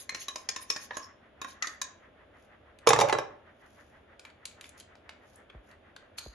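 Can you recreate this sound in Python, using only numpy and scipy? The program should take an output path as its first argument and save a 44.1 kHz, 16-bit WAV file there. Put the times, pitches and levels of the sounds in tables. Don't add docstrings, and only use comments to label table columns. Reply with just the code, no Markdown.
import sys
import numpy as np
from scipy import signal
from scipy.fft import rfft, irfft, next_fast_len
from scipy.io import wavfile
from scipy.ndimage import uniform_filter1d

SR = 44100
rng = np.random.default_rng(int(sys.argv[2]) if len(sys.argv) > 2 else 0)


def wav_out(sig):
    wavfile.write(sys.argv[1], SR, np.round(np.clip(np.atleast_2d(sig).T, -1, 1) * 32767).astype(np.int16))


N = 279946
T = np.arange(N) / SR

# [t/s, relative level/dB, hardness/(dB per octave), clank/dB, fizz/dB, drag re level/dB,
# then rings of the struck spot: wall f/Hz, level/dB, rim f/Hz, level/dB, side f/Hz, level/dB, edge f/Hz, level/dB]
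KNIFE_TAPS = [(0.092, -39, 3, 6, 0, -20, 1218, 17.5, 2110, 19.5, 4200, 27, 6440, 20.5),
              (0.123, -54, -5, 8, -2, -12, 1250, 2, 2130, 35, 4170, 7, 6330, 8),
              (0.146, -38.5, 3, 1.5, -2.5, -3, 1051, 2.5, 1868, 8, 2270, 7, 4180, 18),
              (0.282, -36.5, 2.5, -5, 1.5, -14, 1114, 15, 3060, 16, 3881, 25, 5830, 18),
              (0.357, -35, 0, -8.5, 2.5, -25, 974, 15, 1720, 6, 5200, 18, 5900, 10),
              (0.488, -31.5, 5, -4, -2.5, -30, 1842, 16, 2390, 17, 5190, 10, 6570, 9),
              (0.561, -36.5, 0.5, -1.5, 5, -20, 1034, 20, 1802, 15.5, 5300, 15, 6440, 23),
              (0.7, -29, 5, -3, -4.5, -19, 980, 11, 2452, 19, 3860, 7, 5330, 24.5),
              (0.761, -36, 1, -6, -2.5, -14, 1100, 13, 1660, 12, 4650, 18, 5220, 21),
              (0.907, -43, -4.5, 7.5, -29, -2, 980, 9.5, 1740, 16.5, 2450, 11, 3880, 16),
              (0.968, -36.5, -3.5, -3, 16, -19, 1053, 13.5, 1664, 18.5, 5070, 16.5, 6642, 15),
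              (1.415, -38.5, -0.5, -2, 4, -7.5, 1073, 21, 2520, 21, 3760, 25.5, 6900, 18),
              (1.444, -43.5, -4.5, 3.5, 11, -10, 1073, 14.5, 1440, 9.5, 2490, 0.5, 3762, 18),
              (1.484, -50.5, -2, -4, 5, -14, 1100, -1, 2480, 6, 3780, 25, 5400, 25),
              (1.623, -34.5, 4, 6.5, -4, -2.5, 1298, 17.5, 1986, 25.5, 2783, 14, 6900, 17),
              (1.67, -38, 4, -2.5, -4, -6, 1571, 8, 1964, 23, 4700, 10, 6500, 12),
              (1.815, -34, 3, -3, 7, -31, 1036, 19, 1667, 23, 3843, 17.5, 6664, 15)]
# [t/s, relative level/dB, hardness/(dB per octave), clank/dB,
# then rings of the landing spot: bin wall f/Hz, level/dB, can rim f/Hz, level/dB, can side f/Hz, level/dB]
BIN_BOUNCES = [(2.865, -40.5, -3, 2, 480, 13.5, 1070, 12, 2500, 8),
               (2.871, -16, 0.6, -7.5, 457, 20.5, 1012, 13, 2880, 8.5),
               (2.888, -27, 7.5, 0, 581, 8, 1071, 16, 6350, 10.5),
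               (2.904, -22.5, -0.6, 0.5, 452, 17, 796, 19.5, 2500, 15.5),
               (2.931, -21, 1, -3, 446, 19, 1146, 19.5, 2088, 9),
               (2.96, -33.5, 0, 5.5, 425, 11, 909, 14, 1790, 12.5),
               (2.988, -24, 0, -7, 430, 18, 872, 14, 3811, 13),
               (3.0, -28, 2, -2, 436, 18, 850, 20, 2500, 12.5),
               (3.0097, -26.5, 3.5, -1, 450, 15.5, 1275, 11, 5470, 12.5),
               (3.014, -22.5, -1.5, -8.5, 554, 15.5, 825, 17, 5900, 13.5),
               (3.036, -36.5, -5.5, -5, 560, 23, 802, 6.5, 2480, 6.5),
               (3.045, -38.5, -4.5, -5.5, 570, 24.5, 1095, 15, 2470, 7.5),
               (3.076, -44, -4.5, 1.5, 586, 16, 759, 12, 1500, 8),
               (3.085, -38, 1, 5, 600, 10.5, 958, 11.5, 1410, 6),
               (3.095, -32.5, 0, 5, 425, 12, 855, 23.5, 2099, 9),
               (3.125, -25.5, 0, 1, 403, 8.5, 900, 18, 2010, 6.5),
               (3.138, -47, -3.5, 1.5, 720, 15, 1165, 13, 2400, 8.5),
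               (3.15, -41.5, -3.5, 5, 333, 11.5, 818, 12.5, 1334, 23),
               (3.185, -33, 0, 1.5, 532, 13.5, 1110, 15, 1594, 12.5)]
# [t/s, relative level/dB, hardness/(dB per octave), clank/dB,
# first f/Hz and second f/Hz of the buckling patch]
FOIL_SNAPS = [(2.7868, -64, 4.5, 4.5, 2440, 4100), (4.194, -48, -0.5, -7, 1470, 5100),
              (4.25, -48, -3, 2, 2350, 5550), (4.4535, -45, 6, -3, 2270, 7000),
              (4.61, -52, 3.5, 2.5, 2400, 3800), (4.641, -53, 0, 4, 3460, 5140),
              (4.655, -58, 0.5, 3.5, 1660, 5030), (4.691, -72.5, 13, 9, 2450, 5150),
              (4.799, -58.5, 7, -2.5, 3180, 7870), (4.3, -61, -2.5, 0, 2300, 4400),
              (4.512, -62, -2, 3, 2400, 4200), (4.806, -56, 2.5, -3, 3130, 5200),
              (5.712, -65.5, 2, 0, 2300, 5200), (4.953, -53, -6, -10, 2360, 5190),
              (5.0916, -42, -5, -2.5, 2174, 5720), (5.357, -104, 26, -10, 1880, 6760),
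              (5.499, -58.5, -5.5, 8, 3290, 1680), (5.963, -47, -2.5, -4, 1590, 3200),
              (6.183, -37.5, 0.8, -8.5, 4300, 6500)]
# [f/Hz, level/dB, t60/s]
CAN_MODES = [(1064, 1.5, 0.1), (1670, -1, 0.08), (1900, -6.5, 0.08), (2462, 0, 0.11), (2980, -11.5, 0.06),
             (3700, 0.5, 0.12), (4680, -6, 0.038), (5240, -0.5, 0.07), (5950, -3.5, 0.13),
             (6470, -6, 0.036), (6750, -5, .06), (7460, -1, 0.075), (9160, 5, 0.027), (11040, -4.5, 0.056)]
# [t60/s when struck, level change/dB when dragged, bandwidth/Hz when dragged]
STRUCK_SPOT = [(0.042, -13.5, 110), (0.032, -21.5, 400), (0.039, -25, 260), (0.035, -36, 300)]
REGISTER_EDGES = [300, 1400, 3000, 7500, 12000]
# [f/Hz, level/dB]
RASP_COLOUR = [(100, -64), (900, -6.5), (2400, 4), (4000, 5), (5600, 7.5), (6900, 8.5), (8000, -25.5),
               (12000, -30)]
# [f/Hz, level/dB]
FIZZ_COLOUR = [(100, -62), (6000, -2.5), (8500, -14.5), (9500, 5), (11300, 4), (12500, 3.5)]
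PIVOT_HZ = 2000
DRAG_RISE_S, DRAG_FALL_S = 0.0058, 0.015


def amp(db):
    return 10 ** (np.asarray(db) / 20)


def unit(x):
    return x / np.sqrt(np.mean(x ** 2) + 1e-20)


def read(points, hz):
    f, value = np.transpose(points)
    return np.interp(np.log(hz + 1), np.log(f + 1), value)


def add(mix, s, sound):
    part = mix[:, max(round(s * SR), 0):][:, :sound.shape[-1]]
    part += sound[..., :part.shape[1]]


def tint(x, points):
    n = next_fast_len(x.shape[-1] + 2 ** 11)
    log_gain = np.log(amp(read(points, abs(np.fft.fftfreq(n, 1 / SR)))))
    response = np.exp(np.conj(signal.hilbert(log_gain)))
    return np.fft.ifft(np.fft.fft(x, n) * response).real[..., :x.shape[-1]]


def diffuse(pair):
    # [f/Hz, correlation]
    coherence = [(50, 1), (300, 0.84), (700, 0.31), (1500, 0.53), (4000, 0.086), (8000, 0.47),
                 (11000, 0.21)]
    n = pair.shape[1]
    same = np.clip(read(coherence, np.fft.rfftfreq(n, 1 / SR)), -1, 1)
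    mid, side = rfft(pair) * np.sqrt([(1 + same) / 2, (1 - same) / 2])
    return irfft([mid + side, mid - side], n)


def skid(rise_s, fall_s):
    t = T[:SR // 4]
    return (1 - np.exp(-t / rise_s)) * np.exp(-t / fall_s)


def swell(s, length):
    return np.exp(-(2 * (T - s) / length) ** 2)


def resonance(x, hz, width):
    turn = np.exp(2j * np.pi * np.cumsum(hz * np.ones(x.shape[-1])) / SR)
    r = np.exp(-np.pi * width / SR)
    baseband = signal.lfilter([1], [1, -2 * r, r * r], x / turn)
    return unit((turn * baseband).real)


def slips(per_s, size_db, count=N):
    spread = np.minimum(rng.exponential(1, (2, count)), 4)
    size = amp(size_db * spread) * rng.choice([-1, 1], (2, count))
    return diffuse(size * (rng.random((2, count)) < per_s / SR))


def pings(count):
    low_limit, high_limit, decay_s, spread_db = 1750, 12120, .0016, 3.5
    t, out = T[:SR // 120], []
    for _ in range(2):
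        at, pitch, chance = rng.random((count // 16, 3)).T[..., None]
        hz = low_limit + pitch * (high_limit - low_limit)
        size = amp(spread_db * np.minimum(-np.log(chance), 3))
        grain = size * np.sin(2 * np.pi * hz * t) * np.exp(-t / decay_s)
        place = (at * count).astype(int) + np.arange(len(t))
        out.append(np.bincount(place.ravel(), grain.ravel(), count)[:count])
    return diffuse(np.array(out))


def voiced(voice, level_db, hardness, clank_db, pan_db, pan_per_hardness, fizz_db=0):
    centres = np.sqrt(np.multiply(REGISTER_EDGES[:-1], REGISTER_EDGES[1:]))
    body, clank, edge, fizz = np.array(voice) + hardness * np.log2(centres / PIVOT_HZ)
    return level_db, body, clank + clank_db, edge, fizz + fizz_db, pan_db + pan_per_hardness * hardness


def blow(row, modes, colour, crash_t60, ring_db, rise, spread, uneven_db, tick, flex=0):
    flex_hz = 45.4
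    level_db, *voice, pan_db = row
    t = T[:SR // 5]
    noise = rng.standard_normal((3, len(t)))
    contact = amp(-60 * t / crash_t60) + tick * np.exp(-((t - .0015) / 0.000089) ** 2)
    crash = tint((noise[0] + spread * diffuse(noise[1:])) * contact, colour)
    ring = np.zeros_like(crash)
    bent = t + flex * np.sin(2 * np.pi * (flex_hz * t + rng.random())) / (2 * np.pi * flex_hz)
    for hz, db, t60 in modes:
        unlike = spread * min(hz / 1500, 1) * rng.standard_normal((2, 1))
        phase = 2 * np.pi * rng.random() + unlike
        decay = amp(db + uneven_db * rng.standard_normal() - 60 * t / t60)
        ring += decay * np.sin(2 * np.pi * hz * bent + phase)
    hit = (crash + amp(ring_db) * ring) * (1 - np.exp(-t / rise)) ** 2
    head = SR // 50
    power = np.mean(abs(rfft(hit[:, :head], SR)) ** 2, 0) * 2 / (SR * head)
    gains = [(np.sqrt(lo * hi), db - 10 * np.log10(power[lo:hi].sum()))
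             for lo, hi, db in zip(REGISTER_EDGES, REGISTER_EDGES[1:], voice)]
    return tint(hit, gains) * amp(level_db + np.array([[pan_db], [-pan_db]]) / 2)


def knife():
    # (body level/dB, clank level/dB, edge level/dB, fizz level/dB)
    tap_voice = (-0.5, 1.5, 0, -14.5)
    # [f/Hz, level/dB]
    tap_colour = [(60, -27), (250, -7.5), (600, -2.5), (1000, -3.5), (3000, -1), (6700, 4.5), (7700, -9),
                  (8700, -21), (10500, -13), (12000, -21)]
    grip_detune = 0.011
    out = np.zeros((2, N))
    for s, level_db, hardness, clank_db, fizz_db, _, *rings in KNIFE_TAPS:
        can = [(hz * (1 + grip_detune * rng.standard_normal()), db, t60) for hz, db, t60 in CAN_MODES]
        spot = [(hz, db, t60) for hz, db, (t60, _, _) in zip(rings[::2], rings[1::2], STRUCK_SPOT)]
        row = voiced(tap_voice, level_db, hardness, clank_db, pan_db=-0.5, pan_per_hardness=0.54,
                     fizz_db=fizz_db)
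        add(out, s, blow(row, can + spot, tap_colour, crash_t60=0.024, ring_db=-25.5, rise=0.0015,
                         spread=1.0, uneven_db=4, tick=0.089, flex=0.015))
    return out * amp(-6)


def judder():
    out, fade = np.zeros((2, N)), skid(DRAG_RISE_S, DRAG_FALL_S)
    for s, level_db, hardness, _, _, drag_db, *rings in KNIFE_TAPS:
        slipping = slips(per_s=840, size_db=1.5, count=len(fade))
        for hz, ring_db, (_, db, width) in zip(rings[::2], rings[1::2], STRUCK_SPOT):
            tilt_db = hardness * np.log2(hz / PIVOT_HZ)
            gain = amp(level_db + drag_db + ring_db + db + tilt_db)
            add(out, s, gain * fade * resonance(slipping, hz, width))
    return out


def strokes():
    # [middle t/s, length/s, rasp level/dB, fizz level/dB,
    # ring level of a low can mode/dB, screech level/dB, screech f/Hz at the middle]
    stroke_rows = [(0.003, 0.062, -48.5, -47, -68.5, -56, 6500), (0.168, 0.023, -55, -58, -71, -59, 2190),
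                   (0.218, 0.05, -44, -50, -74, -48, 6300), (0.388, 0.096, -63, -62.5, -71.5, -67, 5100),
                   (0.626, 0.032, -50.5, -46, -62.5, -57, 5150),
                   (0.723, 0.05, -46.5, -56, -49.5, -43.5, 5800),
                   (0.771, 0.026, -51, -55, -55.5, -44, 1770), (0.833, 0.055, -49.5, -52.5, -75, -53, 6300),
                   (0.952, 0.029, -54, -70, -62, -54, 3860), (0.992, 0.13, -58, -69.5, -51, -70, 6500),
                   (1.039, 0.035, -61, -66, -75.5, -49.5, 5400),
                   (1.503, 0.059, -53.5, -59.5, -76, -67, 3780),
                   (1.636, 0.03, -68.5, -70, -70, -38.5, 1280), (1.655, 0.057, -57, -63, -67.5, -42, 1795),
                   (1.691, 0.06, -69.5, -65.5, -70, -54.5, 1280), (1.733, 0.05, -70, -70, -70.5, -54, 1870)]
    screech_width_hz, screech_sag = 280, 1.0
    grit_per_s, grit_db = 800, 2
    catch_db, grain_catch_db = 3, -0.5
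    out, count = np.zeros((2, N)), SR // 3
    for s, length, rasp_db, fizz_db, ring_db, screech_db, screech_hz in stroke_rows:
        start = max(s - count / SR / 2, 0)
        t = T[:count] + start - s
        catch = unit(uniform_filter1d(rng.standard_normal(count), size=250))
        grit = slips(grit_per_s, grit_db, count=count) * amp(catch_db * catch)
        screech = resonance(grit, screech_hz * 2 ** (-screech_sag * t), screech_width_hz)
        ring = resonance(grit, hz=1100, width=80)
        grains = pings(count) * amp(grain_catch_db * catch)
        rasp, fizz = tint(grains, RASP_COLOUR), tint(grains, FIZZ_COLOUR)
        shape = np.exp(-(2 * t / length) ** 2)
        shape_rms = np.sqrt(np.mean(shape ** 2))
        for db, layer in (rasp_db, rasp), (fizz_db, fizz), (ring_db, ring), (screech_db, screech):
            add(out, start, amp(db) * unit(shape * layer) * shape_rms)
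    return out


def scraping():
    # [middle t/s, length/s, level/dB]
    rub_rows = [(2.423, 0.11, -74), (3.776, 0.34, -72.5), (4.262, 0.074, -74.5), (4.506, 0.087, -68),
                (4.663, 0.063, -59), (4.788, 0.024, -56), (5.32, 0.16, -71), (5.692, 0.085, -72),
                (6.188, 0.017, -41)]
    # [t/s, level/dB]
    peel_course = [(6.185, -63), (6.2, -55.5), (6.23, -53), (6.28, -55), (6.35, -67.5)]
    # [f/Hz, level/dB]
    peel_colour = [(300, -49), (1100, 4), (3400, -7), (4150, 16), (4750, 12), (5500, -16), (6500, 12),
                   (7400, -9), (8400, -41.5), (10500, 1.5), (12000, -4)]
    drag_rasp_db, rub_fizz_db = -14.5, 1
    grip = unit(uniform_filter1d(rng.standard_normal(N), size=300))
    grains = slips(per_s=2200, size_db=3.6) * amp(2.5 * grip)
    rasp, fizz = unit(tint(grains, RASP_COLOUR)), unit(tint(grains, FIZZ_COLOUR))
    drags = np.zeros((1, N))
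    for s, level_db, _, _, _, drag_db, *_ in KNIFE_TAPS:
        add(drags, s, amp(level_db + drag_db + drag_rasp_db) * skid(DRAG_RISE_S, DRAG_FALL_S))
    rubs = sum(amp(db) * swell(s, length) for s, length, db in rub_rows)
    fingers = rubs * (rasp + amp(rub_fizz_db) * fizz)
    tearing = slips(per_s=800, size_db=1.5) * amp(2 * grip)
    peel_db = np.interp(T, *np.transpose(peel_course), left=-200)
    return drags * rasp + fingers + amp(peel_db) * unit(tint(tearing, peel_colour))


def clatter():
    # (body level/dB, clank level/dB, edge level/dB, fizz level/dB)
    bounce_voice = (8, 1, -4, -14)
    # [f/Hz, level/dB]
    bin_colour = [(30, -23), (80, -16.5), (130, -1.5), (200, -7.5), (330, 0.5), (450, 2), (900, 5),
                  (1600, -1.5), (4500, -4.5), (6600, -1.5), (8000, -11.5), (11000, -13.5), (12500, -21.5)]
    # [f/Hz, level/dB, t60/s]
    bin_modes = [(295, -9.5, 0.2), (443, 0, 0.19), (467, -8.5, 0.18), (547, -2.5, 0.23), (592, -2, 0.28),
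                 (628, -9.5, 0.18), (729, -7, 0.17), (793, -5.5, 0.33), (850, -6.5, 0.14), (913, -9.5, .12),
                 (1058, -8.5, 0.077), (1107, -6.5, 0.28), (1293, -3, .1)]
    landing_t60 = [0.07, 0.05, 0.04]
    # [f/Hz, level/dB more at the left port and less at the right]
    bin_side = [(100, 1), (280, 0.5), (480, -1.5), (750, -3.5), (1200, -2.5), (2500, 0), (8000, 0.5)]
    bin_detune, can_scatter, can_db = 0.019, 0.028, 1
    out = np.zeros((2, N))
    for s, level_db, hardness, clank_db, *rings in BIN_BOUNCES:
        walls = [(hz * (1 + bin_detune * rng.standard_normal()), db, t60) for hz, db, t60 in bin_modes]
        can = [(hz * np.exp(can_scatter * rng.standard_normal()), db + can_db, t60)
               for hz, db, t60 in CAN_MODES]
        spot = list(zip(rings[::2], rings[1::2], landing_t60))
        row = voiced(bounce_voice, level_db, hardness, clank_db, pan_db=-0.6, pan_per_hardness=0.73)
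        add(out, s, blow(row, walls + can + spot, bin_colour, crash_t60=0.035, ring_db=-25.0, rise=0.00088,
                         spread=0.59, uneven_db=4.0, tick=0.81, flex=0.015))
    left = tint(out[0], bin_side)
    right = tint(out[1], [(hz, -db) for hz, db in bin_side])
    balance = [(40, -3.0), (85, -4.5), (170, -3.5), (300, -1.5), (12000, -0.5)]  # f/Hz, level/dB
    return tint(np.array([left, right]), balance) * amp(-5.5)


def boom():
    # [f/Hz, level/dB re the tabulated bounce level]
    air_modes = [(62, -29.5), (88, -32), (111, -18), (135, -21), (162, -20)]
    out, fade = np.zeros((2, N)), skid(rise_s=.018, fall_s=.055)
    t = T[:len(fade)]
    for s, level_db, *_ in BIN_BOUNCES:
        swing = sum(amp(level_db + db) * np.sin(2 * np.pi * (hz * t + rng.random())) for hz, db in air_modes)
        add(out, s, fade * swing)
    return out


def foil():
    # (body level/dB, clank level/dB, edge level/dB, fizz level/dB)
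    snap_voice = (-7, -1, 15, -11.5)
    # [f/Hz, level/dB]
    snap_colour = [(60, -23.5), (500, -25.5), (1200, -14), (2500, -1), (5500, -9.5), (7000, 8), (8300, 8),
                   (11000, 4), (12500, -7)]
    out = np.zeros((2, N))
    for s, level_db, hardness, clank_db, first_hz, second_hz in FOIL_SNAPS:
        modes = [(first_hz, -3, .028), (second_hz, -5, .018)]  # f/Hz, level/dB, t60/s
        row = voiced(snap_voice, level_db, hardness, clank_db, pan_db=1.5, pan_per_hardness=0)
        add(out, s, blow(row, modes, snap_colour, crash_t60=.032, ring_db=-7, rise=.0006,
                         spread=.7, uneven_db=1, tick=1.2))
    return tint(out, [(300, -19.5), (900, -0.5), (2000, -5.0), (6500, -13), (10000, -2.5)])


def crackle():
    # [f/Hz, level/dB]
    crackle_colour = [(300, -30.5), (1200, -7.5), (2400, -1.5), (4200, -1.5), (6900, -0.5), (8300, -16),
                      (10500, -5), (12500, -9)]
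    per_s, re_snap_db = 70, -18.5
    out, fade = np.zeros((2, N)), skid(rise_s=.01, fall_s=.035)
    for s, level_db, *_ in FOIL_SNAPS:
        size = rng.uniform(-1.1, 1, len(fade))
        ticks = size * (rng.random(len(fade)) < per_s / SR) * np.sqrt(SR / per_s)
        add(out, s, amp(level_db + re_snap_db) * fade * tint(ticks, crackle_colour))
    return out


def ping():
    # (middle t/s, length/s, f/Hz, bandwidth/Hz, level/dB)
    ping_row = (5.503, .01, 3300, 220, -52)
    s, length, hz, width, db = ping_row
    return amp(db) * swell(s, length) * resonance(slips(per_s=840, size_db=1.5), hz, width)


def table(low_hz=52, sweep_hz=190, glide=0.0068):
    # [t/s, table thud level/dB, pat level/dB]
    knock_rows = [(5.549, -44.5, -45), (6.262, -44, -38.5)]
    out, t = np.zeros((2, N)), T[:SR // 5]
    thud_hz = low_hz + sweep_hz * np.exp(-t / glide)
    thud = np.sin(2 * np.pi * np.cumsum(thud_hz) / SR) * np.exp(-((t - .022) / 0.03) ** 2)
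    pat = np.sin(2 * np.pi * 3.72 * np.log1p(t / 0.0048)) * np.exp(-t / 0.0062)
    for s, thud_db, pat_db in knock_rows:
        add(out, s, amp(thud_db) * thud + amp(pat_db) * pat)
    return out


def fan():
    # [f/Hz, level/dB]
    air_colour = [(15, -33.5), (25, -11.5), (81, 7.5), (183, -3), (380, -6.5), (422, -5), (456, -7.5),
                  (625, -5), (975, -13), (1560, -15), (4110, -39), (6940, -28), (7910, -44.5), (10500, -37),
                  (13000, -48.5)]
    # [f/Hz, level/dB]
    swish_colour = [(200, -36), (800, -5), (1150, -0.5), (1550, -1.5), (1950, 1.5), (2250, -9), (3400, -18),
                    (4200, -28.5), (9000, -46)]
    # f/Hz, level/dB
    air_balance = [(30, -5.5), (60, -6.0), (160, -10.0), (220, -1.5), (600, -1), (1100, -2.0),
                   (1900, 2.5), (3500, 12.5), (6000, -12.5), (8000, -11.5), (10000, -4.5)]
    drone_colour = [(100, -50), (400, -22), (530, -5), (615, 0), (680, -9), (900, -30), (2000, -80)]
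    blade_rate, blade_s = 6.268, 2.051
    blade = 2 * np.pi * blade_rate * (T - blade_s)
    turn = blade / 3
    gust = unit(uniform_filter1d(rng.standard_normal(N), size=3000))
    uneven = amp(0.7 * np.cos(turn + 1.0) + 1.1 * gust)
    passing = (.5 + .5 * np.cos(blade)) ** 1.6 * uneven
    air, swish, drone = (diffuse(rng.standard_normal((2, N))) for _ in range(3))
    air = tint(amp(-57) * unit(tint(air, air_colour)), air_balance)
    swish = amp(-60.0) * passing * unit(tint(swish, swish_colour))
    drone = amp(-69) * unit(tint(drone, drone_colour))
    return air + swish + drone


def kitchen(x, wet_db, gap=0.0056):
    # [f/Hz, t60/s]
    room_t60 = [(100, 0.7), (500, 0.51), (1500, 0.49), (4000, 0.33), (7000, 0.31), (12000, 0.088)]
    t = T[:SR * 2 // 3]
    arrives = rng.standard_normal((2, len(t))) * (rng.random((2, len(t))) < .04 + t * 2)
    reflections = arrives / np.sqrt(0.0034 + t * 2) * (t > gap)
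    hz, when, z = signal.stft(diffuse(reflections), SR, nperseg=256)
    tail = signal.istft(z * amp(-60 * when / read(room_t60, hz)[:, None]), SR)[1]
    tail /= np.sqrt(np.sum(tail ** 2) / 2)
    return x + amp(wet_db) * signal.fftconvolve(x.mean(0)[None], tail, axes=1)[:, :N]


def scene():
    tapped = kitchen(knife() + judder(), wet_db=-8.0)
    handled = kitchen(foil() + crackle() + strokes() + scraping() + ping(), wet_db=-8.5)
    binned = kitchen(clatter() + boom(), wet_db=-10.5)
    return tapped + handled + binned + table() + fan()


def record(dry):
    # [f/Hz, phase/rad]
    port_phase = [(100, 0), (350, 0), (600, -.6), (950, .6), (1700, 0), (2700, .7), (4400, 0), (5400, .3),
                  (6700, -.7), (7600, -2.9), (9300, -3.4), (10000, -6.1), (12500, -6.28)]
    turn = np.exp(.5j * read(port_phase, np.fft.rfftfreq(N, 1 / SR)))
    ported = irfft(rfft(dry) * np.array([turn, turn.conj()]), N)
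    low_pass = signal.firwin(161, 12000, window=("kaiser", 8), fs=SR)
    return signal.oaconvolve(ported, low_pass[None], "same")


dry = scene()
out = record(dry)
wav_out(out)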